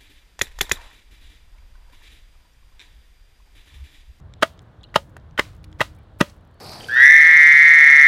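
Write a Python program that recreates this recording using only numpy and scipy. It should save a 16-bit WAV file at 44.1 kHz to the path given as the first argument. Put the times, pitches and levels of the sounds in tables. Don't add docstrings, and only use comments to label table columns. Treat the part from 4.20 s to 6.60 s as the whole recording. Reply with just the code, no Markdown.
import sys
import numpy as np
from scipy import signal
from scipy.fft import rfft, irfft
from scipy.io import wavfile

SR = 44100
rng = np.random.default_rng(int(sys.argv[2]) if len(sys.argv) > 2 else 0)


def output_pcm(signal):
    pcm = np.clip(np.atleast_2d(signal).T, -1, 1) * 32767
    wavfile.write(sys.argv[1], SR, np.round(pcm).astype(np.int16))


def volts_from_db(level):
    exponent = np.asarray(level, float) / 20
    return 10 ** exponent


N = 105840


def evened(x):
    return x / np.sqrt(np.mean(x ** 2) + 1e-20)


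def read(points, hz):
    f, value = np.transpose(points)
    return np.interp(np.log(hz + 1), np.log(f + 1), value)


def add(mix, s, sound):
    part = mix[round(s * SR):][:len(sound)]
    part += sound[:len(part)]


def coloured(x, db_at):
    gain = volts_from_db(db_at(np.fft.rfftfreq(len(x), 1 / SR)))
    return irfft(rfft(x) * gain, len(x))


def bell(hz, octaves):
    return lambda f: np.maximum(-6 * (np.log2((f + 1) / hz) / octaves) ** 2, -60)


def patter(count, per_s):
    u, e, sign = rng.random((count, 3)).T
    size = -np.log(e + 0.00063)
    return (u < per_s / SR) * np.sign(sign - .5) * size


def ring(hz, db, t60):
    t = np.arange(8000) / SR
    return volts_from_db(db - 60 * t / t60) * np.sin(2 * np.pi * hz * t)


def burst(hz, t60, octaves):
    puff = evened(coloured(rng.standard_normal(4000), bell(hz, octaves)))
    return puff * volts_from_db(-60 * np.arange(4000) / SR / t60)


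# (frequency [Hz], level [dB], t60 [s])
BOARD_MODES = [(246, -7, 0.014), (378, -5, 0.08), (590, -11, 0.22), (660, 3.5, 0.11), (851, 2.5, 0.036),
               (990, 0.5, 0.13), (1239.5, 2.5, 0.09), (1476, 6.5, 0.045), (1922, 4, 0.045),
               (2440, -13, 0.054), (2679, 1.5, 0.025), (3100, -2, 0.017), (3743, -1, 0.025),
               (4830, -16.5, .025)]
SPOT_HZ = (228, 370, 548, 635, 850, 1010, 1235, 1468, 1895, 2320, 2725, 3100, 3753, 4920)
# (frequency [Hz], density [dB per Hz])
CRACK_COLOUR = [(88, -37.5), (150, -23.5), (624, -0.5), (888, 5), (1480, 0.5), (2310, -15.5), (3160, -6),
                (3490, -23), (16000, -46)]
CONTACTS_PER_S, SPREAD_DB, SWELL = 5000, 2.68, 2.2
BASS_LATE_HZ, CRACK_LOW_HZ = 390, 2570
GRIP_SHARE, FREE_DB = 0.42, -7
LEFT_DB, GRIP_S, GRIP_DELAY_S = -10.5, 0.00092, 0.007
EARLY_CRACK_DB, CRACK_TAIL_DB, CRACK_T60_S = -8, -11.5, 0.063
PUSH_S, FREE_END_HZ, FREE_END_T60_S = 0.0012, 555, 0.15


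def blow(first, full, db, first_db, push_db, end_db, spot, tap_db, release, crack_db, spread):
    t = np.arange(9000) / SR
    rise = full - first
    swelling = volts_from_db(first_db * (1 - (t / rise) ** SWELL))
    force = np.where(t < rise, swelling, np.exp(-((t - rise) / release) ** 2))

    hits = patter(count=len(t), per_s=CONTACTS_PER_S)
    hits = np.sign(hits) * volts_from_db(SPREAD_DB * abs(hits))
    hits[0] = volts_from_db(tap_db)

    body = np.zeros(len(t))
    for hz, mode_db, t60 in BOARD_MODES:
        load = (hits * force ** (1 + BASS_LATE_HZ / hz))[:900]
        drive = abs(load @ np.exp(2j * np.pi * hz * t[:900])) + .25 * np.linalg.norm(load)
        mode_db = mode_db + np.interp(np.log(hz), np.log(SPOT_HZ), spot)
        mode = ring(hz, mode_db, GRIP_SHARE * t60) + ring(hz, mode_db + FREE_DB, t60)
        add(body, 0, signal.fftconvolve(load, mode)[:len(t)] / drive)
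    grip = 1 / (1 + np.exp(np.clip((rise + GRIP_DELAY_S - t) / GRIP_S, -50, 50)))
    body = body * volts_from_db(LEFT_DB * grip)

    def crack_db_at(hz):
        return read(CRACK_COLOUR, hz) - 20 * np.log10(1 + (CRACK_LOW_HZ / (hz + 1)) ** 2)

    noise = evened(coloured(rng.standard_normal(len(t)), crack_db_at))
    crack = volts_from_db(EARLY_CRACK_DB) * force + np.exp(-((t - rise) / spread) ** 2)
    crack = crack + (t > rise) * volts_from_db(CRACK_TAIL_DB - 60 * (t - rise) / CRACK_T60_S)
    u = (t - rise) / PUSH_S
    push = volts_from_db(push_db) * (1 - u ** 2) * np.exp(-u ** 2 / 2)
    air = volts_from_db(crack_db) * noise * crack - push
    add(air, rise, ring(FREE_END_HZ, end_db, FREE_END_T60_S))
    return volts_from_db(db) * (body / np.sqrt(np.mean(body[:600] ** 2)) + air)


# (first contact [s], full contact [s])
BLOW_S = [(.2240, .2302), (.7546, .7604), (1.1888, 1.1952), (1.6055, 1.6146), (2.0035, 2.0121)]
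# (level [dB], first contact below full [dB], air push [dB], ring of the free end [dB])
BLOWS = [
    (-10, -7, -16, -29),
    (-9.5, -23.5, -11.5, -19),
    (-14.5, -10.5, -10, -41.5),
    (-14.5, -2, -8, -38),
    (-11.5, -13.5, 9, -22.5),
]
SPOTS_LOW = [(-9.5, -3, -7.5, 8, -20), (7.5, -6, -6, -9, 10.5), (5, 6, -12, -4.5, -2),
             (13, -3.5, -19, -5, 2), (-6, 2.2, 18, -8.5, -9)]
SPOTS_HIGH = [(-0.5, -8.5, 5.5, 0.9, -7.5), (-4.5, -2.5, -0.5, -8.5, -4.5), (-0.5, 3.5, 1.5, 6, -7),
              (1.5, 2.5, -1.5, 8, -10), (-4.5, -7, -3, 1.5, 5)]
SPOTS_TOP = [(2.5, -1.7, -0.5, 6.2), (6, 10.5, 3.5, 2.2), (-3.5, 4.5, 1.1, .1), (-3.5, -1.5, 3, .1),
             (1.3, 3, -3.5, 2)]
# (first reed's tap [dB], release [s], crack [dB], crack spread [s])
LANDINGS = [(-0.5, 0.0042, -5.5, 0.005), (-7.5, 0.0041, -3, 0.0025), (2.5, 0.0048, -2.5, 0.0022),
            (-2, 0.0054, -4.5, 0.0027), (-3.5, 0.0022, -2.5, 0.0032)]


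def blows():
    board = np.zeros(N)
    for times, row, low, high, top, landing in zip(BLOW_S, BLOWS, SPOTS_LOW, SPOTS_HIGH, SPOTS_TOP, LANDINGS):
        add(board, times[0], blow(*times, *row, low + high + top, *landing))
    return board


# (time [s], level [dB], frequency [Hz], t60 [s])
KNOCKS = [
    (.9668, -31, 1500, 0.0034),
    (0.9666, -37, 604, 0.014),
    (1.1779, -22, 1480, 0.046),
    (1.1785, -23.5, 1900, 0.044),
    (1.1774, -23, 3100, 0.032),
    (1.1886, -14.5, 1530, 0.018),
    (1.6062, -16, 1830, .035),
    (2.02, -29.5, 540, 0.069),
]


def knocks():
    board = np.zeros(N)
    for s, db, hz, t60 in KNOCKS:
        add(board, s, -ring(hz, db, t60))
    return board


TOUCH_S = (.6885, .7428, .9663, 1.1783, 1.5985, 1.9975)
# (level [dB], ring [Hz], t60 [s])
TOUCHES = [
    (-62, 3200, 0.049),
    (-36, 2000, 0.059),
    (-42, 1740, 0.018),
    (-33.5, 2400, 0.054),
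    (-34, 1200, 0.041),
    (-55, 2800, 0.0305),
]
TOUCH_BOARD_DB, TOUCH_WIDE_DB = -2, -25


def touches():
    board = np.zeros(N)
    for s, (db, hz, t60) in zip(TOUCH_S, TOUCHES):
        wood = sum(ring(f, g - 14 * np.log2(f / hz) ** 2, min(d, t60)) for f, g, d in BOARD_MODES)[:4000]
        stalk = burst(hz, t60, 0.22) + volts_from_db(TOUCH_WIDE_DB) * burst(2 * hz, t60, 1.4)
        add(board, s, volts_from_db(db) * (stalk + volts_from_db(TOUCH_BOARD_DB) * wood))
    return board


EAVES_DB, EAVES_T60_S = -18, 0.071


def eaves(x):
    t = np.arange(8000) / SR
    near = rng.standard_normal(len(t)) * (t > .004) * volts_from_db(-60 * t / EAVES_T60_S)
    return signal.fftconvolve(x, volts_from_db(EAVES_DB) * near / np.linalg.norm(near))[:N]


# (settling [dB], t60 [s], brush before the blow [dB], brush lead [s], last trickle [dB])
SETTLE = [
    (-36.5, 0.16, -45, 0.012, -62.5),
    (-44.5, 0.16, -40, 0.0099, -61),
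    (-40.5, 0.34, -37, 0.014, -65.5),
    (-36.5, 0.21, -44.5, 0.019, -66.5),
    (-40, 0.28, -50, 0.013, -60),
]
# (frequency [Hz], density [dB per Hz])
RUSTLE_COLOUR = [(180, -28.5), (300, 7.5), (360, -14), (656, -3), (856, -14.5), (978, -3), (3640, -5),
                 (16000, -27)]
GRAINS_PER_S, GRAIN_DB, GRAIN_MIX = 1400, 4, 0.28
CLUMP_DB, CLUMP_S = 1.5, 0.027
LAST_T60_S, LAST_HOLD_S, LAST_CLUMP_DB = .6, 0.17, 0


def rustle():
    t, level, last = np.arange(N) / SR, np.zeros(N), np.zeros(N)
    for (first, full), (db, t60, brush_db, lead, last_db) in zip(BLOW_S, SETTLE):
        since = abs(t - full)
        level += (t > full) * volts_from_db(db - 60 * since / t60)
        level += volts_from_db(brush_db) * np.clip((t - first + lead) / (0.54 * lead), 0, 1) * (t <= full)
        last += (t > full) * volts_from_db(last_db - 60 * since / LAST_T60_S - 15.2 * (since / LAST_HOLD_S) ** 4)
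    clumps = np.interp(t / CLUMP_S, np.arange(600), rng.standard_normal(600))
    grains = patter(count=N, per_s=GRAINS_PER_S)
    grains = evened(np.sign(grains) * volts_from_db(GRAIN_DB * abs(grains)))
    straw = GRAIN_MIX * grains + (1 - GRAIN_MIX) * rng.standard_normal(N)
    fine = evened(coloured(straw, bell(7000, 1.5)))
    coarse = evened(coloured(straw, lambda hz: read(RUSTLE_COLOUR, hz)))
    return level * volts_from_db(.5 * CLUMP_DB * clumps) * coarse + last * volts_from_db(LAST_CLUMP_DB * clumps) * fine


# (time [s], level [dB], centre [Hz], t60 [s])
SNAPS = [(.002, -54.5, 5550, 0.0055), (.325, -62, 11000, 0.008), (.336, -58, 4500, .008),
         (.377, -60, 4500, .01), (.419, -59, 9000, 0.01), (.4275, -64, 9000, .01), (0.635, -62, 6400, 0.04),
         (.895, -65, 8000, .03), (0.968, -42, 560, 0.022), (0.9676, -48.5, 5840, 0.015),
         (0.979, -58, 2500, 0.015), (1.349, -59.5, 10100, 0.023), (1.365, -56.5, 9000, 0.011),
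         (1.378, -66, 11000, 0.016), (1.4418, -44.5, 3240, 0.027), (1.517, -62, 6000, .008),
         (1.748, -64.5, 8000, 0.073), (1.788, -60.5, 11500, .012), (1.834, -62.5, 11900, 0.0058),
         (1.937, -65.5, 5940, 0.0036), (2.097, -52.5, 4700, 0.042), (2.179, -67, 10140, .01),
         (2.251, -63.5, 8940, 0.0071), (2.275, -61, 10040, .006), (2.312, -64, 8880, 0.0076),
         (2.344, -63, 9800, 0.0063),
         (.298, -64, 9000, .01), (.309, -64, 4000, .008), (.83, -67, 7000, 0.011),
            (.903, -64, 11000, .008), (.999, -62.5, 4000, 0.0086), (1.328, -67, 9000, .01),
            (1.432, -63, 9000, .008), (1.68, -60, 5930, 0.014), (1.732, -70.5, 10000, 0.013),
            (1.763, -63, 10900, .02), (1.988, -53, 12000, 0.019), (1.9975, -41, 11000, .012),
            (2.117, -64, 10000, .012), (2.143, -65, 8000, 0.013), (2.165, -64.5, 11000, .015),
            (2.21, -66, 8000, .01), (2.227, -72, 13000, .005), (2.396, -66.5, 7050, .008),
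            (1.1783, -44, 11000, 0.013), (1.4427, -51, 11000, .02), (0.9683, -49, 297, 0.029)]
SNAP_OCTAVES, SNAP_TOP_DB = 0.78, -18.5


def snaps():
    reeds = np.zeros(N)
    for s, db, hz, t60 in SNAPS:
        fizz = volts_from_db(SNAP_TOP_DB) * burst(11000, t60, 0.53)
        add(reeds, s, volts_from_db(db) * (burst(hz, t60, SNAP_OCTAVES) + fizz))
    return reeds


# (frequency [Hz], level [dB])
STALK = [(2300, -5.5), (3550, 2), (5300, -4.5), (7300, -6), (9800, -26)]
# (time [s], level [dB], pitch share, upper modes [dB per octave], t60 [s])
TICKS = [
    (.1380, -35.5, 1.016, -1, 0.0057),
    (0.3921, -36.5, 0.97, 0.5, 0.0044),
    (0.6325, -44.5, 0.94, 5, 0.0051),
    (1.1103, -52, 0.82, 5.5, 0.0059),
    (1.528, -39.5, 0.93, -3.5, 0.0055),
    (0.7444, -40, 0.6, -7, 0.012),
]


def ticks():
    reeds = np.zeros(N)
    for s, db, share, upper_db, t60 in TICKS:
        modes = sum(ring(f * share, db + g + upper_db * np.log2(f / STALK[1][0]), t60) for f, g in STALK)
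        add(reeds, s, modes * np.minimum(np.arange(len(modes)) / 7, 1))
    return reeds


# (time [s], level [dB], frequency [Hz], t60 [s])
RATTLES = [
    (.6335, -43, 3500, 0.023),
    (0.7, -58, 4150, 0.018),
    (0.64, -41, 4030, 0.027),
    (0.638, -49, 3050, 0.05),
    (0.67, -56, 3700, 0.023),
    (.645, -49, 2900, 0.038),
    (1.78, -62, 2330, .1),
    (.636, -50, 2650, .02),
    (0.61, -50, 3600, .02),
]


def rattles():
    reeds = np.zeros(N)
    for s, db, hz, t60 in RATTLES:
        soft_start = np.minimum(np.arange(4000) / 40, 1)
        add(reeds, s, volts_from_db(db) * burst(hz, t60, octaves=0.078) * soft_start)
    return reeds


# (level [dB], last echo [s])
ECHOES = [
    (-55, .075),
    (-55.5, .07),
    (-57, 0.071),
    (-62.5, 0.079),
    (-56.5, 0.1),
]
YARD_T60_S, YARD_FADE_S, YARD_HZ, YARD_OCTAVES = 0.46, 0.0088, 3000, 1.2


def yard():
    answer = np.zeros(N)
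    t = np.arange(8000) / SR
    for (first, full), (db, end) in zip(BLOW_S, ECHOES):
        tail = evened(coloured(rng.standard_normal(len(t)), bell(YARD_HZ, YARD_OCTAVES)))
        far_side = 0.13 + 1.4 / (1 + np.exp((t - end) / YARD_FADE_S))
        add(answer, full, tail * (t > .015) * volts_from_db(db - 60 * t / YARD_T60_S) * far_side)
    return answer


# (frequency [Hz], density [dB per Hz])
HUM_COLOUR = [(12, -47.5), (20, -7.5), (91, 1.5), (179, -9.5), (313, -20.5), (549, -20), (1640, -28.5),
              (2640, -42.5), (16400, -64.5)]
# (frequency [Hz], density [dB per Hz])
RUMBLE_COLOUR = [(12, -47), (20, -17), (43, 1), (91, 2.5), (161, -7.5), (247, -19.5), (300, -29),
                 (390, -26), (660, -120)]
# (time [s], hum [dB], rumble [dB])
TRAFFIC_DB = [(0.0, -58, -37.5), (0.17, -59, -45), (0.32, -56.5, -45), (0.63, -58.5, -44),
              (1.49, -58.5, -40), (1.88, -58.5, -44), (2.4, -58.5, -48)]


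def traffic():
    s, hum_db, rumble_db = np.transpose(TRAFFIC_DB)
    t = np.arange(N) / SR
    hum = coloured(rng.standard_normal(N), lambda hz: read(HUM_COLOUR, hz) - 30 * (hz < 200))
    low = coloured(rng.standard_normal(N), lambda hz: read(RUMBLE_COLOUR, hz) - 60 * (hz > 200))
    hum = volts_from_db(1.5 + np.interp(t, s, hum_db)) * evened(hum)
    return hum + volts_from_db(-3.0 + np.interp(t, s, rumble_db)) * evened(low)


def far(curve, hz, octaves):
    s, db = np.transpose(curve)
    noise = evened(coloured(rng.standard_normal(N), bell(hz, octaves)))
    return volts_from_db(np.interp(np.arange(N) / SR, s, db)) * noise


# (time [s], level [dB])
ENGINE_DB = [(0, -80.5), (.75, -71.5), (.9, -61.5), (1.1, -66.5), (1.3, -63.5), (1.55, -56), (1.75, -68),
             (2.4, -68)]
# (time [s], level [dB])
TREES_DB = [(0.0, -78.5), (0.32, -66), (0.43, -75), (1.58, -75), (1.77, -72.5), (2.4, -75)]
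# (time [s], level [dB])
BIRD_DB = [(0, -100), (2.3, -100), (2.34, -80), (2.4, -76)]


def surroundings():
    engine = far(ENGINE_DB, hz=309.7, octaves=0.039)
    trees = far(TREES_DB, hz=3300, octaves=.38)
    bird = far(BIRD_DB, hz=4400, octaves=.07)
    return traffic() + engine + trees + bird


def scene():
    board = blows() + knocks() + touches()
    board = signal.lfilter(*signal.butter(2, 140, "high", fs=SR), board)
    reeds = rustle() + snaps() + ticks() + rattles()
    return (board + eaves(board) + reeds + yard() + surroundings())[None]


def top_cut(x):
    return signal.sosfilt(signal.butter(12, 16970, fs=SR, output="sos"), x)


CEILING, KNEE, EDGE_HZ = .78, 5.0, 16100


def record(dry):
    soft = dry / (1 + abs(dry / CEILING) ** KNEE) ** (1 / KNEE)
    edge = signal.firwin(255, EDGE_HZ, window=("kaiser", 9), fs=SR)
    return top_cut(signal.oaconvolve(soft, edge[None], "same"))


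dry = scene()
out = record(dry)
output_pcm(out)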